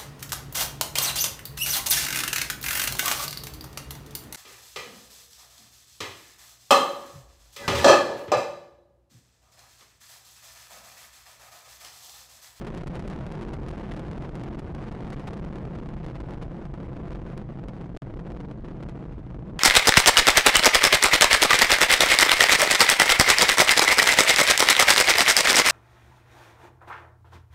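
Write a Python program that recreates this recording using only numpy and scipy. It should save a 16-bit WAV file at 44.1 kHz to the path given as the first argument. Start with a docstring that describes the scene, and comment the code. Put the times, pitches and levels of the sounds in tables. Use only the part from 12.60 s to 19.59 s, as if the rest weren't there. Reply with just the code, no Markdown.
"""Rocket climbing away, overloaded microphone

Open ground: a large rocket gives a turbulent roar, slow surges and a train of steep shock fronts.
Roar is gusting filtered noise, shocks are tanh jumps, cracks are short steep pulses; the ground doubles them.
Soft saturation and a bass cut square the waves into a tearing crackle trailed by fizz.
The sound dulls and fades with distance; once it cuts out briefly, with a click at each end."""
import sys
import numpy as np
from scipy import signal
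from scipy.fft import rfft, irfft, next_fast_len
from scipy.io import wavfile
from scipy.ndimage import uniform_filter1d

SR = 44100
rng = np.random.default_rng(int(sys.argv[2]) if len(sys.argv) > 2 else 0)


def dump_mix(stems):
    """Bounce the given channels to the path in sys.argv[1] as a 16-bit WAV at rate SR."""
    frames = np.atleast_2d(stems).T  # one column per channel
    limited = np.clip(frames, -1, 1)  # hard clip at full scale
    pcm = np.round(limited * 32767).astype(np.int16)
    wavfile.write(sys.argv[1], SR, pcm)


N = 308258

# Turbulent roar spectrum, of which only the shape counts. Each row: frequency in Hz, density in dB per Hz.
ROAR_SPECTRUM = [(12, 1.5), (35, -16.5), (80, 8), (150, -2), (260, -8.5), (450, -15), (900, -19.5),
                 (2000, -27.5), (10000, -58)]
# Sharpness of the wave fronts, used relative to its mean. Each row: time in seconds, treble level in dB.
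PLUME_SHARPNESS = [(0.0, -58.5), (0.33, -48), (0.99, -52.5), (1.261, -50.5), (1.54, -55), (2.61, -53.5),
                   (2.7, -54.5), (5.59, -58.5), (5.649, -64.5), (6.29, -55.5), (6.6, -62), (6.99, -60)]
# Lag of the ground reflection, growing as the rocket rises. Each row: time in seconds, lag in seconds.
GROUND_LAG = [(0, 0.0056), (3.5, .0058), (7, 0.00608)]
# Largest surges, which hush the crackle. Each row: middle in seconds, length in seconds.
LARGE_SURGES = [(0.2528, 0.018), (0.292, 0.0099), (0.388, 0.0069), (0.488, 0.0087), (0.855, 0.01),
                (0.915, 0.0082), (0.983, 0.0059), (1.009, 0.0078), (1.096, 0.011), (1.166, 0.0082),
                (1.304, .006), (1.329, 0.0067), (1.59, 0.0098), (1.896, 0.0087), (1.967, 0.0065),
                (2.136, 0.0082), (2.306, 0.01), (2.553, 0.015), (2.697, 0.0078), (2.808, 0.011),
                (2.896, 0.0096), (3.038, .006), (3.061, 0.007), (3.169, 0.0069), (3.280, 0.0077),
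                (3.359, 0.0092), (3.46, 0.0084), (3.625, .011), (4.129, 0.0084), (4.278, 0.00876),
                (4.424, 0.008), (4.497, 0.0073), (4.541, 0.0093), (4.585, 0.0058), (4.763, 0.0063),
                (5.339, 0.0086), (5.554, 0.0093), (5.583, 0.013), (5.733, 0.0088), (6.035, 0.006),
                (6.249, .008), (6.275, 0.0087), (6.781, 0.0098)]
# Loudest cracks; snap and echo levels set edge steepness, relative to the mean snap. Each row: time in
# seconds, snap level in dB, ground echo snap level in dB, rasp of the volley around it in dB.
LOUD_CRACKS = [(0.0146, -49, -51, 9), (0.049, -46.0, -49.0, 3.0), (0.0716, -52.5, -60, 14),
               (0.1034, -53, -60, -2), (0.1426, -51.5, -43, 2), (0.1756, -39.5, -46, 10),
               (0.2351, -52.5, -65, -10), (0.272, -37, -38, 9), (0.3554, -37, -41, 8),
               (0.3946, -43.5, -48.0, 10), (0.4242, -51, -71, 0.5), (0.4777, -32, -46, 2.0),
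               (0.5001, -44.5, -56.0, 8.5), (0.5259, -57, -49, 8), (0.5621, -51, -56.0, 2),
               (0.5887, -49, -63, -4), (0.6659, -45, -54, 2.0), (0.7156, -51, -39, -17),
               (0.7532, -49, -60, -3), (0.8124, -51, -54, 13), (0.83, -49.5, -54.0, 8),
               (0.85, -53, -67, -18), (0.8855, -54, -46, 6), (0.9331, -43.5, -40, 9),
               (1.0637, -53, -56, -4), (1.0852, -40, -37, 10), (1.1059, -53, -46.0, 2),
               (1.1801, -50, -51.0, -2), (1.199, -56, -64, 0), (1.234, -53.5, -51, 5),
               (1.266, -59, -54.0, -4), (1.3142, -55.5, -76, 17), (1.338, -46, -51, 1),
               (1.3653, -46.5, -48, -13), (1.375, -50, -55, -7), (1.3947, -42, -50, -6),
               (1.4831, -54, -54, 6), (1.5136, -45.5, -53, -5), (1.532, -51, -71, -2),
               (1.5795, -51.0, -62, 5), (1.6235, -49, -67, -2), (1.6925, -51.5, -65, -17),
               (1.7542, -39.5, -41, 7), (1.7736, -56, -57, -1.0), (1.7972, -58, -52.0, 11),
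               (1.815, -54, -59, 1), (1.8361, -40, -44, -4), (1.8853, -51.5, -60, 2.0),
               (1.9294, -57, -63, 5), (1.9474, -53.5, -57, 1), (1.9941, -37.5, -48, 0),
               (2.1495, -44, -54, 6), (2.228, -54, -55, 7), (2.282, -48.5, -54, 13),
               (2.3162, -51, -44, 2.0), (2.3501, -51.5, -73, -1), (2.4067, -49.5, -58, -4),
               (2.4257, -51, -59.0, 10), (2.4477, -52.5, -58, 4), (2.4693, -50, -48, -3),
               (2.5031, -37.5, -52, 3), (2.5314, -43.5, -35, 17), (2.5968, -47, -51, 3),
               (2.6782, -33, -51, 25), (2.708, -52, -52.0, 3), (2.7337, -44.5, -47, 3),
               (2.7707, -48, -47, 1.0), (2.796, -51, -57.0, 3), (2.8421, -54.5, -47, -8),
               (2.9267, -55.5, -53, 0), (2.9575, -47, -54, -2), (2.9845, -51.5, -62, 11),
               (3.0532, -51, -63, -5), (3.0767, -63.5, -57, -4), (3.1559, -51.5, -56, 8),
               (3.1875, -52.0, -64, 7), (3.2273, -56, -53, 2.0), (3.2597, -52, -59.0, 3.0),
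               (3.2892, -49, -57, 13), (3.3389, -53.5, -62, 5), (3.3682, -55, -60, -1),
               (3.4391, -56, -44, 12), (3.4639, -44, -41, 7), (3.4767, -60.5, -50, 7),
               (3.4866, -52, -58, 0), (3.4993, -52, -65, 12), (3.5108, -53.5, -64, -10),
               (3.5554, -50, -51, 13), (3.6037, -45.5, -50, 1), (3.7083, -47.5, -60, 4),
               (3.7367, -51, -49, 4), (3.8227, -50, -46, 14.5), (3.9449, -58.5, -56, -7),
               (4.0166, -60, -56, 6), (4.054, -50, -61.0, 10), (4.1396, -49.5, -71, 3),
               (4.2027, -52.5, -55, -2), (4.2318, -56.5, -62, 4.0), (4.3314, -56.5, -58, -14),
               (4.3673, -50.5, -55, -2), (4.4784, -56.5, -69, 5), (4.5067, -51.5, -57, 5),
               (4.5262, -56.5, -69, 12), (4.5499, -51.5, -48, -3), (4.6181, -58, -61, 0),
               (4.6698, -64, -62, 9), (4.7014, -55.5, -60, 8), (4.7772, -34.5, -53.5, 9.0),
               (4.8159, -53, -63.0, 1), (4.9219, -61, -73, -1), (4.9737, -60.5, -68, -8),
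               (5.0387, -54.5, -62, 6), (5.085, -42, -49.0, 10), (5.135, -58.5, -70, 5),
               (5.1661, -62, -77, 11), (5.178, -66, -68, 3), (5.2124, -50.5, -53, 0),
               (5.2427, -56.5, -67, 2), (5.2605, -57.0, -68, 1.0), (5.3492, -60, -70, -6),
               (5.3678, -54.5, -36, 13), (5.4211, -53, -56, 4), (5.5008, -56, -66, 6),
               (5.5401, -54.5, -72, -2), (5.5722, -57, -63, 4), (5.593, -50, -50.5, 2.0),
               (5.669, -53.5, -57, 8), (5.7034, -53, -49, 1), (5.7197, -46.5, -55, 6.0),
               (5.7653, -53, -50, 6), (5.8039, -48, -50, -6), (5.8494, -53.5, -60, 7),
               (5.9027, -59.5, -59, 1), (5.9131, -47.5, -63, -3), (6.0477, -55, -57, 12),
               (6.0849, -52, -70, -5), (6.112, -56, -55, 5), (6.2056, -54, -60.0, -1),
               (6.228, -47, -46.5, -5), (6.2881, -47, -42.5, -2), (6.3561, -56.5, -56.0, 5.0),
               (6.3763, -54.5, -70.0, -7), (6.4078, -60, -60, 1), (6.4272, -56.5, -61, 8),
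               (6.4403, -58.5, -69, -4), (6.5272, -65.5, -62, 7), (6.5945, -63.5, -68, 5),
               (6.6667, -60, -64, -9), (6.7451, -54.5, -64, 2.0), (6.7916, -58.5, -69, -5),
               (6.8964, -60.0, -69, 12)]
# Microphone response. Each row: frequency in Hz, gain in dB.
MICROPHONE_RESPONSE = [(30, 1), (60, 3.5), (90, -0.5), (125, 3), (175, 0.5), (250, 0.5), (320, -2),
                       (410, 0.5), (560, -0.5), (900, -0.5), (1500, -2), (11000, -5.5)]
# Spectrum shape of the fizz on the crackle. Each row: frequency in Hz, density in dB per Hz.
FIZZ_SPECTRUM = [(500, -58.5), (1500, 8), (3000, 5.5), (4500, 0), (6000, -3.5), (10000, -11.5),
                 (13000, -26)]
# The one dropout: start in seconds, end in seconds.
DROPOUT = (5.3725, 5.4205)

BAND_LIMIT_HZ = 12000
TIME_S = np.arange(N) / SR
VOLLEY_LAG_S, VOLLEY_S = 0.00068, 0.0085
LULL_DB, REBOUND_DB, REBOUND_LAG_S, REBOUND_S = -3, 2.5, 0.0055, 0.0033


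def amp(db):
    """Decibels to gain."""
    return 10 ** (np.asarray(db) / 20)


def evened(x):
    """Scales to rms 1, over all channels together."""
    return x / np.sqrt(np.mean(x ** 2) + 1e-20)


def coloured(x, points):
    """Filters by a spectrum of (Hz, dB) points, interpolated over log frequency."""
    points_hz, points_db = np.transpose(points)
    size = next_fast_len(N + 8192)  # padding against wrap-around
    bins_hz = np.fft.rfftfreq(size, 1 / SR)
    gain = amp(np.interp(np.log(bins_hz + 1), np.log(points_hz), points_db))
    return irfft(rfft(x, size) * gain, size)[..., :N]


def band(x, hz, kind, order=1):
    """Causal Butterworth low-pass or high-pass."""
    sos = signal.butter(order, min(hz, SR / 2 - 1), kind, fs=SR, output="sos")
    return signal.sosfilt(sos, x)


def around(at_s, reach_s):
    """Slice of samples within reach of a moment, and their times counted from it."""
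    first = max(int((at_s - reach_s) * SR), 0)
    last = max(int((at_s + reach_s) * SR), 0)
    part = slice(first, last)
    return part, TIME_S[part] - at_s


def normal_within(count, low, high):
    """Normal draws, clipped."""
    return np.clip(rng.standard_normal(count), low, high)


def wander(per_s):
    """Random curve: straight lines between normal draws, per_s draws a second."""
    return np.interp(TIME_S * per_s, np.arange(1000), rng.standard_normal(1000))


def moments(per_s, scatter):
    """Irregular times: an even pace, each early or late by a random share of the gap."""
    chance = rng.standard_normal(3000)
    return (np.arange(len(chance)) + scatter * chance) / per_s


def between_cracks(times_s, values, clear_s):
    """Rows (s, value) for those times that keep clear of the loud cracks."""
    loud_s = np.transpose(LOUD_CRACKS)[0]
    return [(s, value) for s, value in zip(times_s, values)
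            if s < TIME_S[-1] and abs(loud_s - s).min() > clear_s]


def ground_lag(at_s):
    """Lag in seconds of the ground reflection."""
    return np.interp(at_s, *np.transpose(GROUND_LAG))


def ground(x, echo_db=-3, dull_hz=7000, wander_s=0.0005, wander_per_s=22):
    """Ground returns each wave duller and later; the lag wanders as the source moves along the plume."""
    lag_s = ground_lag(TIME_S) + wander_s * wander(wander_per_s)
    echo = np.interp(TIME_S - lag_s, TIME_S, band(x, dull_hz, "low"))
    return x + amp(echo_db) * echo


def stereo_noise(level_db=-31):
    """Faint noise, independent left and right, coloured like the roar."""
    return amp(level_db) * evened(coloured(rng.standard_normal((2, N)), ROAR_SPECTRUM))


def plume(flicker_db=2.1, flickers_per_s=30):
    """Sharpness of the fronts in dB about its mean: it flickers and falls with distance."""
    times_s, db = np.transpose(PLUME_SHARPNESS)
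    return np.interp(TIME_S, times_s, db - db.mean()) + flicker_db * wander(flickers_per_s)


def volleys():
    """Rasp in dB: set around each loud crack, sinking in each large surge, rebounding just after it."""
    rasp_db = np.zeros(N)
    for s, _, _, volley_db in LOUD_CRACKS:
        part, t = around(s + VOLLEY_LAG_S, 10 * VOLLEY_S)
        rasp_db[part] += volley_db * np.exp(-(t / VOLLEY_S) ** 2)
    for s, length_s in LARGE_SURGES:
        part, t = around(s + length_s / 2 + REBOUND_LAG_S, 10 * length_s)
        lull = (t < 0) & (t > -length_s - REBOUND_LAG_S)
        rebound_db = (t >= 0) * REBOUND_DB * np.exp(-abs(t) / REBOUND_S)
        rasp_db[part] = np.where(lull, LULL_DB, rasp_db[part] + rebound_db)
    return uniform_filter1d(rasp_db, size=45)  # 1 ms


def roar(sharp_db, rasp_db, level_db=-6, split_hz=500, brighten=0.69, gust_db=2.5, gusts_per_s=40):
    """Turbulent mixing noise; its upper part gusts and follows the volleys and the plume's sharpness."""
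    noise = evened(coloured(rng.standard_normal(N), ROAR_SPECTRUM))
    low = band(noise, split_hz, "low")
    upper_db = brighten * sharp_db + rasp_db + gust_db * wander(gusts_per_s)
    return amp(level_db) * (low + (noise - low) * amp(upper_db))


def lesser_surges(per_s=8, scatter=0.4, length_s=0.0055, spread_db=1.5, clear_s=0.014):
    """Rows (middle s, length s) of the extra surges, at random between the loud cracks."""
    times_s = moments(per_s, scatter)
    lengths_s = length_s * amp(spread_db * normal_within(len(times_s), -2, 1))
    return between_cracks(times_s, lengths_s, clear_s)


def surges(size_db=12, trough=0.69, trough_s=0.00077):
    """Large eddies: a long flat push, then a short trough."""
    out = np.zeros(N)
    for s, length_s in list(LARGE_SURGES) + lesser_surges():
        part, t = around(s, 2 * length_s + 10 * trough_s)
        push = np.exp(-(2 * t / length_s) ** 6)  # flat top
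        suction = np.exp(-((t - length_s / 2 - trough_s) / trough_s) ** 2)
        out[part] += push - trough * suction
    return amp(size_db) * out


def front(t, rise_s, relax_s):
    """Shock: pressure sags, jumps up within the rise time, and relaxes."""
    return np.tanh(t / rise_s) * np.exp(-abs(t) / relax_s)


def shocks(sharp_db, rasp_db, per_s=150, level_db=1, spread_db=4, rise_s=0.0004, relax_s=0.0039,
           relax_spread_db=3.5, steepen=0.78, volley_steepen=1.6, scatter=0.495):
    """Irregular fronts; stronger ones are steeper, and the air rounds them as the rocket recedes."""
    times_s = moments(per_s, scatter)
    sizes = amp(spread_db * normal_within(len(times_s), -2, 1))
    steep_db = np.interp(times_s, TIME_S, steepen * sharp_db + volley_steepen * rasp_db)
    rises_s = rise_s / sizes / amp(steep_db)
    relaxes_s = relax_s * amp(relax_spread_db * normal_within(len(times_s), -2, 2))
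    out = np.zeros(N)
    for s, size, rise, relax in zip(times_s, sizes, rises_s, relaxes_s):
        part, t = around(s, 10 * relax)
        out[part] += size * front(t, rise, relax)
    return amp(level_db) * out


def swallowed(hard_fronts, middle_s=0.0011, reach_s=0.00069, depth=1.0, echo_depth=0.72):
    """Gain of the small waves: each crack and its ground echo overtake and swallow their neighbours."""
    gain = np.ones(N)
    for s, _ in hard_fronts:
        for at_s, share in (s, depth), (s + ground_lag(s), echo_depth):
            part, t = around(at_s + middle_s, 10 * reach_s)
            gain[part] *= 1 - share * np.exp(-(t / reach_s) ** 2)
    return gain


def cracks(hard_fronts, size_db=4, length_s=0.001875, length_spread_db=2.5, extent=1.67, back_rise=1.64,
           ragged_db=-17, ragged_hz=1800, ragged_s=0.00059):
    """Short pulses that snap up, then down; turbulent air scatters a ragged wake around each."""
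    out, wake = np.zeros(N), np.zeros(N)
    scatter = evened(band(rng.standard_normal(N), ragged_hz, "low", order=2))
    lengths_s = length_s * amp(length_spread_db * normal_within(len(hard_fronts), -2, 1))
    for (s, rise_s), length in zip(hard_fronts, lengths_s):
        part, t = around(s, 10 * length)
        edges = np.tanh(t / rise_s) * np.tanh((length - t) / (back_rise * rise_s))
        out[part] += edges * np.exp(-((t / length - 0.5) / extent) ** 2)
        wake[part] += 1 / np.cosh(t / ragged_s)
    return amp(size_db) * (out + amp(ragged_db) * wake * scatter)


def lesser_cracks(sharp_db, per_s=22, scatter=0.4, rise_s=0.0002, spread_db=2.5, steepen=0.32, clear_s=0.013):
    """Rows (s, rise s) of lesser cracks, at random between the loud ones, softening with distance."""
    times_s = moments(per_s, scatter)
    steep_db = steepen * np.interp(times_s, TIME_S, sharp_db)
    steep_db = steep_db + spread_db * normal_within(len(times_s), -1, 2)
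    return between_cracks(times_s, rise_s / amp(steep_db), clear_s)


def forerunners(hard_fronts, lead_s=0.003824, spread_db=2.5, blunter=3.0, share=0.6):
    """Rows (s, rise s) of the blunter fronts that run just ahead of many loud cracks."""
    leads_s = lead_s * amp(spread_db * normal_within(len(hard_fronts), -1, 2))
    lots = rng.random(len(hard_fronts))
    return [(s - lead, blunter * rise) for (s, rise), lead, lot in zip(hard_fronts, leads_s, lots)
            if lot < share]


def with_rebounds(fronts, rise_s=0.00026, clear_s=0.005):
    """Rows (s, rise s): fronts outside the large surges, plus a dull one ending the suction behind these."""
    middles_s, lengths_s = np.transpose(LARGE_SURGES)
    reach_s = lengths_s / 2 + REBOUND_LAG_S
    kept = [(s, rise) for s, rise in fronts if np.all(abs(s - middles_s) > reach_s)]
    return kept + between_cracks(middles_s + reach_s, [rise_s] * len(reach_s), clear_s)


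def lesser_crackle(hard_fronts):
    """Lesser cracks with their strong, duller ground echoes."""
    return ground(cracks(hard_fronts), echo_db=1.0, dull_hz=2500, wander_s=0.00053)


def loud_cracks(rise_s=0.000085, echo_rise_s=0.00011, steepen=1.05):
    """Rows (s, rise s) of loud cracks and of their echoes: the steeper the edge, the brighter the snap."""
    times_s, snap_db, echo_db, _ = np.transpose(LOUD_CRACKS)
    rises_s = rise_s / amp(steepen * (snap_db - snap_db.mean()))
    echo_rises_s = echo_rise_s / amp(steepen * (echo_db - snap_db.mean()))
    return list(zip(times_s, rises_s)), list(zip(times_s + ground_lag(times_s), echo_rises_s))


def loud_crackle(direct, echoes):
    """Loud cracks, short pulses flanked by deep suction; the pulses of their ground echoes are longer."""
    near = cracks(direct, size_db=5.0, length_s=0.001503, extent=2.53, back_rise=1.56)
    reflected = cracks(echoes, size_db=3.0, length_s=0.00187, extent=1.95, back_rise=0.93)
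    return near + reflected


def scene(swell=0.031, fade_db_per_s=0.853, hush=0.047):
    """Waves from ahead, the larger swallowing the smaller, plus faint stereo noise; all fade with distance."""
    sharp_db, rasp_db, surge = plume(), volleys(), surges()
    loud, echoes = loud_cracks()
    lesser = with_rebounds(lesser_cracks(sharp_db) + forerunners(loud))
    small = ground(roar(sharp_db, rasp_db) + shocks(sharp_db, rasp_db)) * swallowed(lesser)
    small = small + lesser_crackle(lesser)
    waves = small / (1 + abs(hush * surge)) + surge
    kept = swallowed(loud, middle_s=0.00077, reach_s=0.0014, depth=0.92, echo_depth=0.61)
    pressure = waves * kept + loud_crackle(loud, echoes)
    return (pressure + stereo_noise()) * amp(swell * sharp_db - fade_db_per_s * TIME_S)


def fizz(x, level_db=-6, above_hz=3000, fade_hz=55, width=0.017):
    """Fine noise trailing each sharp edge: it follows the smoothed treble power of the left channel."""
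    edges = band(x[0], above_hz, "high", order=2) ** 2
    power = band(edges, fade_hz, "low") + 0.06 * band(edges, 9.0, "low")  # quick fade, faint longer one
    middle, side = coloured(rng.standard_normal((2, N)), FIZZ_SPECTRUM)
    noise = evened(np.array([middle + width * side, middle - width * side]))
    return amp(level_db) * np.sqrt(abs(power)) * noise


def cut_out(x, going_db=-33, returning_db=-43, rise_s=0.00002, relax_s=0.0013, fade_s=0.00021):
    """The sound drops out for a moment, with a click as it goes and a softer one as it returns."""
    start_s, end_s = DROPOUT
    going = amp(going_db) * front(TIME_S - start_s, rise_s, relax_s)
    returning = amp(returning_db) * front(TIME_S - end_s, rise_s, relax_s)
    gate = np.clip(np.maximum(start_s - TIME_S, TIME_S - end_s) / fade_s, 0, 1)
    return x * gate + going + returning


def record(dry, drive_db=5, ceiling_db=-33, leak_db=-22, leak_hz=200, coupling_hz=23, hiss_db=-95):
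    """Microphone saturates softly; its bass cut makes flat tops droop; fizz, hiss, dropout, band limit."""
    driven = amp(drive_db) * dry
    ripple = amp(leak_db) * band(driven, leak_hz, "high")  # fast waves still ripple the flat tops
    squared = amp(ceiling_db) * (driven / np.sqrt(1 + driven ** 2) + ripple)
    out = coloured(band(squared, coupling_hz, "high", order=2), MICROPHONE_RESPONSE)
    out = out + fizz(out) + amp(hiss_db) * rng.standard_normal((2, N))
    low_pass = signal.firwin(255, BAND_LIMIT_HZ, window=("kaiser", 8), fs=SR)
    return signal.oaconvolve(cut_out(out), low_pass[None], "same")


dry = scene()
out = record(dry)
dump_mix(out)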